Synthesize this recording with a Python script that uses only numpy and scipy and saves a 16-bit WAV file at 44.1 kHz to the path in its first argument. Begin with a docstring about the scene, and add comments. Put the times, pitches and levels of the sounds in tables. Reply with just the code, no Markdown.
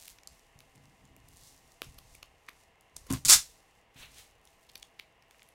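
"""Packing tape snaps, rustles and rips loose from a cardboard box, over bumps, slides and a fan-like hush.
Hands work in a small quiet room near a laptop microphone.
Snaps are clicks with a noise spray into resonances; the rip is a stick-slip click train.
Blows ring the box modes; rustle, slides, crinkle and rattle are noise or random clicks under swells.
The hush is steady coloured noise with resonances, the bumps are noise through low resonances."""
import sys
import numpy as np
from scipy import signal
from scipy.io import wavfile
from scipy.ndimage import uniform_filter1d

SR = 44100
rng = np.random.default_rng(int(sys.argv[2]) if len(sys.argv) > 2 else 0)


def materialize(psi):
    """Save the field psi as 16-bit PCM at rate SR to the path in sys.argv[1].

    A 1-D psi becomes a single channel; in a 2-D psi each row is a channel.
    """
    bounded = np.clip(np.atleast_2d(psi).T, -1, 1)
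    quanta = np.round(bounded * 32767).astype(np.int16)
    wavfile.write(sys.argv[1], SR, quanta)


N = 244402

# Spectrum of the hush. Each row: frequency in Hz, relative density in dB per Hz.
HUSH_SPECTRUM = [(15, -27.5), (25, -1), (111, -0.5), (242, -4), (607, -4.5), (677, 3.5), (734, -20),
                 (796, -4), (1150, -8.5), (1500, -12.5), (1840, -4), (3430, -26.5), (7310, -32),
                 (16000, -38.5)]
# Resonances in the hush. Each row: centre in Hz, width in Hz, rms level in dB.
HUSH_RESONANCES = [(471, 84, -77.5), (673, 32, -80.5), (782, 42, -76), (1014, 180, -75.5), (2000, 160, -83),
                   (2116, 110, -78.5), (2760, 380, -74)]
# Bumps carried through the table. Each row: peak time in seconds, level in dB, fall in seconds,
# hollow box tone relative to the level in dB.
TABLE_BUMPS = [(.01, -69.5, 1.1, -6.5), (.32, -62, 0.096, -6), (.56, -68, 0.7, -3.5),
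               (.76, -70.5, 0.29, 11.5), (.87, -73, 0.3, 4), (1.02, -72.5, 0.46, 11), (1.12, -63, 0.95, -3),
               (1.4, -69, 0.27, -16), (1.71, -78, 0.14, -3), (1.87, -54.5, 0.39, -9.5),
               (2.11, -57, 0.16, -29), (2.28, -71.5, 0.56, -25), (2.54, -72.5, 0.53, -23),
               (2.96, -62.5, 0.71, -7.5), (3.09, -53.5, .4, -10.5), (3.27, -47.5, 0.13, -3),
               (3.34, -38, 0.059, -6.5), (3.76, -74, .25, -8), (4.0, -61, 0.44, -4),
               (4.35, -74, 1.41, -14.5), (4.76, -74, 1.0, -9)]
# Decay of the room. Each row: frequency in Hz, t60 in seconds.
ROOM_T60 = [(200, .2), (1000, .18), (4000, .2), (12000, .18)]
# Tape and sleeves rustle. Each row: peak time in seconds, level in dB, rise and fall in seconds.
RUSTLE_SWELLS = [(.06, -61.5, 0.67, 0.2), (.32, -66.5, 0.069, 0.39), (.607, -74.5, 0.055, 2),
                 (1.0, -76.5, 0.99, 0.29), (1.477, -58.5, 0.25, 0.2), (1.72, -68, .4, 0.21),
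                 (1.84, -60, 0.032, 0.17), (2.157, -63.5, .45, 0.11), (2.25, -77.5, .1, .6),
                 (2.61, -69, .4, 0.15), (2.83, -79, 0.12, 0.84), (2.98, -65.5, 0.022, 0.42),
                 (3.07, -67.5, .03, 0.075), (3.14, -47, 0.036, 0.092), (3.46, -59, .15, 0.24),
                 (3.785, -74.5, .4, 0.092), (4.0, -55.5, 0.052, 0.1), (4.196, -55, .15, 0.12),
                 (4.474, -72.5, .1, 0.53), (4.78, -76.5, .2, 0.66), (5.01, -76, .1, 0.2),
                 (5.33, -73.5, .1, 1.3)]
# Spectrum of the rustle. Each row: frequency in Hz, relative density in dB per Hz.
RUSTLE_SPECTRUM = [(2200, -25), (3500, -3), (4700, -2), (6100, 0), (9000, -3), (12500, -8), (16000, -14)]
# Loose film crinkles in the fingers. Each row: peak time in seconds, level in dB, rise and fall in seconds.
CRINKLE_SWELLS = [(.08, -54, 1.3, 0.095), (1.391, -61.5, 0.12, 0.092), (4.801, -70, 0.82, 0.24),
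                  (5.42, -76.5, 0.36, 0.35)]
# A hand slides over the cardboard. Each row: peak time in seconds, level in dB, rise and fall in seconds.
SLIDE_SWELLS = [(3.962, -60, 0.0055, 0.29), (4.03, -50.5, 0.063, 0.074), (4.19, -57, 0.082, 0.092)]
# Spectrum of the slides. Each row: frequency in Hz, relative density in dB per Hz.
SLIDE_SPECTRUM = [(240, -37.5), (400, -18), (979, -18.5), (1140, -17.5), (2670, -9), (4240, -13),
                  (4800, -28), (13300, -28.5), (16000, -27)]
# The flaps rattle around the hardest blows. Each row: peak time in seconds, level in dB,
# rise and fall in seconds.
RATTLE_SWELLS = [(3.102, -40.5, 0.0033, 0.042), (3.148, -40, 0.05, 0.04)]
# Modes of the box. Each row: frequency in Hz, level in dB, t60 in seconds.
BOX_MODES = [(70.5, -14.5, 0.13), (125.5, -9, 0.25), (145, -2.5, 0.17), (196.9, -1.5, 0.072),
             (266, 4, 0.075), (319.6, -4.5, 0.06), (424, -17.5, 0.042)]
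# Blows on the box. Each row: time in seconds, strength in dB, contact time in seconds.
BOX_BLOWS = [(0.555, -51.5, 0.0061), (1.866, -45.5, 0.0068), (3.103, -35, 0.0024), (3.107, -26.5, 0.0024),
             (3.131, -25, .006), (3.149, -34.5, .003), (3.257, -34.5, 0.0052), (3.957, -52, 0.0045)]
# Glue and film let go. Each row: time in seconds, film peak in dB, film ring in Hz, then flap ring,
# dull part and bright part relative to the film in dB, creak before and spray after in seconds.
TAPE_SNAPS = [(.081, -32.5, 3560, -17, -39, 4.5, 0.00008, 0.00055),
              (0.1857, -43.5, 3100, -33, -28, -19, 0.00022, 0.0022),
              (0.2343, -41, 5800, -15, -30, -18, 0.00011, 0.0012),
              (0.2737, -27.5, 5300, -44, -16.5, -25, 0.000097, 0.0018),
              (0.5904, -41, 6270, -20, -17, -18, 0.000086, 0.00036),
              (0.605, -42.5, 3170, -10, 0.5, 0, 0.000091, 0.00016),
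              (.758, -46.5, 7500, -17, -19, -20, .0002, 0.0011),
              (.779, -51, 5500, -22, -23, -25, .0002, .001),
              (.856, -49.5, 5900, -25, -26, -19, 0.00025, 0.00081),
              (1.053, -49, 5750, -31, -28, -23, .0001, 0.0018),
              (1.165, -46.5, 8500, -11, 2.5, 2, 0.000084, 0.00082),
              (1.287, -46, 8600, -19, -32, -1, .0002, 0.00081),
              (1.36, -51, 7500, -24, -30, -20, .0002, .001),
              (1.3708, -39, 6860, -40, -42, -23, 0.00007, 0.0017),
              (1.8193, -24.5, 2730, -11, 4.5, 0, 0.00013, 0.00022),
              (1.944, -47, 6560, -11, -28, -29, 0.00011, 0.0017),
              (1.987, -40.5, 3670, -25, -4.5, 1, 0.0025, 0.0022),
              (2.152, -40.5, 7600, -5, -11, -32, 0.0027, 0.0012),
              (2.23, -34.5, 3070, -18, -1.5, -9, 0.0013, 0.0011),
              (2.4878, -28.5, 1830, -35, -25, -35, 0.0018, 0.00016),
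              (2.4927, -36.5, 3430, -9, -7, -4, 0.0016, 0.00057),
              (2.81, -45, 8600, -34, -31, -14, 0.00033, 0.0011),
              (2.9659, -26.5, 6100, -22, -12, -28, 0.0013, 0.0025),
              (3.068, -44.5, 6440, -21, -1.5, -12.5, 0.0013, 0.006),
              (3.105, -31.5, 7770, -22, -25, -1, 0.00084, .0025),
              (3.1151, -24, 6700, -28, -5.5, -22, 0.0011, 0.0016),
              (3.126, -17, 6970, -31, -14, -32, .0013, 0.0015),
              (3.136, -21, 6940, -39, -8, -34, 0.0018, 0.0014),
              (3.2835, -10, 5900, -17, -19, -1.5, 0.000082, 0.0045),
              (3.298, 0.5, 5120, -31, -23.5, 4.5, 0.0002, 0.00033),
              (4.4535, -44.5, 7620, -29.5, -29, -8, 0.000089, 0.00064),
              (4.4742, -44, 4100, -23, -23.5, -23, .0001, .0008),
              (4.699, -45, 3770, -24, -20, -14, 0.01, 0.0015),
              (4.717, -48, 7000, -25, -28, -6, .0001, .0005),
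              (4.756, -26.5, 3230, -36, -16.5, -4.5, 0.0011, 0.0022),
              (4.778, -40, 9470, -31, -28, -15.5, 0.00011, 0.00042),
              (4.799, -45, 6550, -28, -28, -15, 0.00012, 0.00038),
              (4.829, -31, 4030, -40, -20, -23, 0.0019, 0.00071),
              (4.9923, -41.5, 3000, -16, -24, -21.5, 0.0003, 0.0038),
              (4.9973, -33.5, 2470, 0, -8.5, -2, 0.00052, 0.0002),
              (5.2242, -47, 3700, -15.5, -21.5, -12, 0.0001, 0.0016),
              (5.31, -42, 4300, -9.5, -23, -9, 0.00011, 0.00098),
              (5.346, -52, 1800, -17, -17, -30, .0005, 0.00098),
              (5.395, -45.5, 3200, -26.5, -26.5, -15.5, .0001, .0007),
              (5.421, -44, 2404, -5.5, -8, -18, 0.00013, 0.00064),
              (5.431, -43.5, 5000, -17, -19, -2, .0001, 0.001),
              (5.489, -48, 3290, -28, -20, 6.5, 0.00014, 0.00042)]
# The rip, a first tug and then the pull. 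Each row: time in seconds, level in dB, sharpness 0-1,
# gain of the cardboard's body band in dB.
RIP_CURVE = [(3.248, -25, 0.38, -6.5), (3.262, -23.5, 0.3, -7.5), (3.281, -34, 0.22, -6.5),
             (3.284, -24, 0.7, -7.5), (3.3, -13, 0.86, -4), (3.325, -11, 0.85, -2.5), (3.343, -17, 0.88, 1),
             (3.356, -26, 0.72, -2), (3.375, -38, 0.13, -2.5)]
# Spectrum of the rip. Each row: frequency in Hz, relative density in dB per Hz.
RIP_SPECTRUM = [(180, -56.5), (300, -27), (603, -24.5), (900, -14.5), (978, -13), (1430, -8), (2740, -11),
                (3760, -5.5), (4230, -4), (7200, -0.5), (10700, -8.5), (16000, -18)]

HUSH_DB, TABLE_FLOOR_DB = -70.0, -83.5
SWELL_DB = 20  # climb over a swell's rise time, drop over its fall time
BUMP_RISE_S = 0.031
ROOM_DB, SNAP_ROOM_DB = -10, -12.5  # snaps reach the walls less than the rip
FIRST_WALL_S = .0092
BOX_LOW_HZ = 80  # the small box radiates little below this
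SNAP_LEAD_SAMPLES, SNAP_SAMPLES = 400, 1200  # lead: part of a snap before its click
SPRAY_SHARE = 0.21  # noise around a snap's click, relative to the click
TUG_SLIPS_PER_S, PULL_SLIPS_PER_S = 210, 480
PULL_S, SPEED_UP_S = 3.275, .025
SECOND_CLICK_S, SLIP_SPRAY_S = 0.0011, 0.0017
OVERLOAD_LEVEL, EDGE_HZ = .9, 15900


def gain_of(db):
    """Decibels to amplitude."""
    return 10 ** (np.asarray(db) / 20)


def evened(x):
    """Scales to rms 1."""
    return x / np.sqrt(np.mean(x ** 2) + 1e-20)


def read(points, hz):
    """Interpolates a frequency table on a log-frequency axis."""
    f, value = np.transpose(points)
    return np.interp(np.log(hz + 1), np.log(f + 1), value)


def add(mix, s, sound):
    """Mixes a sound in at time s."""
    part = mix[round(s * SR):][:len(sound)]
    part += sound[:len(part)]


def colour(x, points):
    """Minimum-phase filter with the given spectrum, energy 1."""
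    hz = abs(np.fft.fftfreq(4096, 1 / SR))
    log_gain = np.log(gain_of(np.maximum(read(points, hz), -100)))
    response = np.exp(np.conj(signal.hilbert(log_gain)))
    taps = np.fft.ifft(response).real[:2048]
    return signal.oaconvolve(x, taps / np.linalg.norm(taps))[:len(x)]


def band(x, hz, width):
    """Two-pole resonance of peak gain 1."""
    b, a = signal.iirpeak(min(hz, .45 * SR), hz / width, SR)
    return signal.lfilter(b, a, x)


def crackle(n, per_s, spread_db):
    """Clicks at random times, exponentially spread in dB, scaled to rms 1."""
    size = gain_of(spread_db * np.minimum(rng.exponential(1, n), 4))
    signed = size * rng.choice([-1., 1.], n)
    return evened(signed * (rng.random(n) < per_s / SR))


def swells(peak, level_db, rise, fall):
    """Level of overlapping movements, each climbing to its peak and dying away; powers add."""
    step = 32  # samples between computed levels
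    after = np.arange(N // step + 2)[:, None] * step / SR - peak
    slope = np.where(after < 0, -after / np.maximum(rise, .002), after / np.maximum(fall, .002))
    level = np.sqrt((gain_of(level_db - SWELL_DB * slope) ** 2).sum(1))
    return np.interp(np.arange(N) / step, np.arange(len(level)), level)


def played(rows, make):
    """Runs make(times, *columns) over the span of a curve and sets its level."""
    s, level_db, *columns = np.transpose(rows)
    t = np.arange(s[0], s[-1], 1 / SR)
    edge_s = np.minimum(t - s[0], s[-1] - t)
    fade = np.clip(edge_s / .002 + 1e-3, 0, 1)
    level = gain_of(np.interp(t, s, level_db))
    sound = make(t, *(np.interp(t, s, c) for c in columns))
    return s[0], fade * level * sound


def hush():
    """Steady air noise with a few duct resonances."""
    tones = np.zeros(N)
    for hz, width, db in HUSH_RESONANCES:
        tones += gain_of(db) * evened(band(rng.standard_normal(N), hz, width))
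    return gain_of(HUSH_DB) * colour(rng.standard_normal(N), HUSH_SPECTRUM) + tones


def handling():
    """Bumps as low lumpy rumble, with noise through the box modes humming on top."""
    peak, level_db, fall, box_db = np.transpose(TABLE_BUMPS)
    low = band(band(band(rng.standard_normal(N), 45, 91), 33, 85), 32, 120)
    hollow = signal.oaconvolve(rng.standard_normal(N), blow(0, contact=.004))[:N]
    low_level = swells(peak, level_db, BUMP_RISE_S, fall) + gain_of(TABLE_FLOOR_DB)
    hollow_level = swells(peak, level_db + box_db, BUMP_RISE_S, fall)
    return low_level * evened(low) + hollow_level * evened(hollow)


def room(x):
    """Sparse reflections from the first wall on, each band dying at its own speed."""
    slot = 20  # samples, one reflection in each
    taps = np.zeros(SR // 2)
    slots = len(taps) // slot
    at = np.arange(round(FIRST_WALL_S * SR), len(taps) - slot, slot)
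    at = at + rng.integers(0, slot, slots)[:len(at)]
    taps[at] = rng.choice([-1., 1.], slots)[:len(at)]
    hz, t, z = signal.stft(taps, SR, nperseg=256)
    decay = gain_of(-60 * t / read(ROOM_T60, hz)[:, None])
    tail = signal.istft(z * decay, SR, nperseg=256)[1]
    return signal.fftconvolve(x, tail / np.linalg.norm(tail))[:N]


def rustle(n):
    """Fine hiss of film and cloth with tiny ticks in it."""
    ticks = crackle(n, per_s=110., spread_db=4.)
    return colour(rng.standard_normal(n) + gain_of(-5.0) * ticks, RUSTLE_SPECTRUM)


def crinkle(n):
    """Loose film buckles in separate bright ticks."""
    return evened(band(crackle(n, per_s=240., spread_db=3.), 6500, 9000))


def slide(n):
    """Skin on cardboard: friction noise with dense grains."""
    hiss = rng.standard_normal(n)
    grains = crackle(n, per_s=1600.0, spread_db=-6.0)
    return colour(1.12 * hiss + 0.5 * grains, SLIDE_SPECTRUM)


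def rattle(n):
    """Dense knocks into the ring of the flaps."""
    knocks = crackle(n, per_s=920.0, spread_db=3.5)
    ring = band(knocks, 1070, 140)
    return evened(ring + 0.2 * band(knocks, 700, 500) + 0.39 * band(knocks, 2400, 2800))


def blow(db, contact):
    """A smooth raised-cosine push rings the panels and the air of the box."""
    t = np.arange(round(.3 * SR)) / SR
    rings = sum(gain_of(m - 60 * t / t60) * np.sin(2 * np.pi * hz * t) for hz, m, t60 in BOX_MODES)
    push = np.hanning(max(round(contact * SR), 3))
    b, a = signal.butter(N=2, Wn=BOX_LOW_HZ, btype="high", fs=SR)
    return gain_of(db) * signal.lfilter(b, a, signal.oaconvolve(rings, push / push.sum()))


def snap(peak_db, hz, flap_db, dull_db, bright_db, creak, spray, noise):
    """The glue creaks, lets go in a click and sprays noise; film, flap and cardboard ring with it."""
    t = (np.arange(len(noise)) - SNAP_LEAD_SAMPLES) / SR
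    fading_s = np.maximum(np.where(t < 0, creak, spray), 5e-5)
    drive = SPRAY_SHARE * noise * np.exp(-abs(t) / fading_s)
    drive[SNAP_LEAD_SAMPLES] += 1
    film = band(band(drive, hz, 1.3 * hz), hz, 1.3 * hz)
    flap = band(band(drive, 2290, 300), 2800, 1500)
    dull = band(drive, 430, 350) + 0.67 * band(drive, 1300, 600)
    bright = band(band(drive, 8900, 7200), 11000, 9000)
    parts = ((film, 0), (flap, flap_db), (dull, dull_db), (bright, bright_db))
    return gain_of(peak_db) * sum(gain_of(db) * p / abs(p).max() for p, db in parts)


def rip(t, sharp, body_db):
    """Stick and slip: the glue lets go in uneven jerks, each a click with a second one and a spray behind."""
    n = len(t)
    per_s = np.interp(t, [PULL_S, PULL_S + SPEED_UP_S], [TUG_SLIPS_PER_S, PULL_SLIPS_PER_S])
    wander = evened(uniform_filter1d(rng.standard_normal(n), size=150))
    turns = .55 + np.cumsum(per_s * np.exp(0.25 * sharp * wander)) / SR
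    # one slip per whole turn
    slips = np.diff(np.floor(turns), prepend=0) * gain_of(-2.0 + 1.8 * rng.standard_normal(n))
    second = np.roll(slips, round(SECOND_CLICK_S * SR))
    slips = slips + 0.33 * second * np.clip(300 / per_s, 0, 1)  # weaker when slips crowd
    fading = np.exp(-np.arange(300) / SR / SLIP_SPRAY_S)
    spray_level = signal.lfilter(fading / np.linalg.norm(fading), 1, abs(slips))
    spray = spray_level * rng.standard_normal(n)
    sharp = np.clip(sharp, 0, 1)
    drive = sharp * slips + np.sqrt(1 - sharp ** 2) * spray
    film = colour(drive * np.sqrt(SR / per_s), RIP_SPECTRUM)  # evens the level over slip rates
    return film + (gain_of(body_db) - 1) * band(film, 1500, 2500)


def scene():
    """Sharp sounds get the room; rustle, slides, rattle, rumble and hush are already diffuse."""
    near = swells(*np.transpose(CRINKLE_SWELLS)) * crinkle(N)
    diffuse = hush() + handling()
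    for table, make in ((RUSTLE_SWELLS, rustle), (SLIDE_SWELLS, slide), (RATTLE_SWELLS, rattle)):
        diffuse += swells(*np.transpose(table)) * make(N)
    for s, db, contact in BOX_BLOWS:
        add(near, s, blow(db, contact))
    add(near, *played(RIP_CURVE, rip))
    snaps = np.zeros(N)
    for s, *row in TAPE_SNAPS:
        noise = rng.standard_normal(SNAP_SAMPLES)
        add(snaps, s - SNAP_LEAD_SAMPLES / SR, snap(*row, noise))
    reflected = room(gain_of(ROOM_DB) * near + gain_of(SNAP_ROOM_DB) * snaps)
    return (near + snaps + reflected + diffuse)[None]


def record(dry):
    """Soft overload, strongest on the loudest slips, then the band limit of the recorder."""
    soft = OVERLOAD_LEVEL * np.tanh(dry / OVERLOAD_LEVEL)
    low_pass = signal.firwin(511, EDGE_HZ, window=("kaiser", 9), fs=SR)
    return signal.oaconvolve(soft, low_pass[None], "same")


dry = scene()
out = record(dry)
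materialize(out)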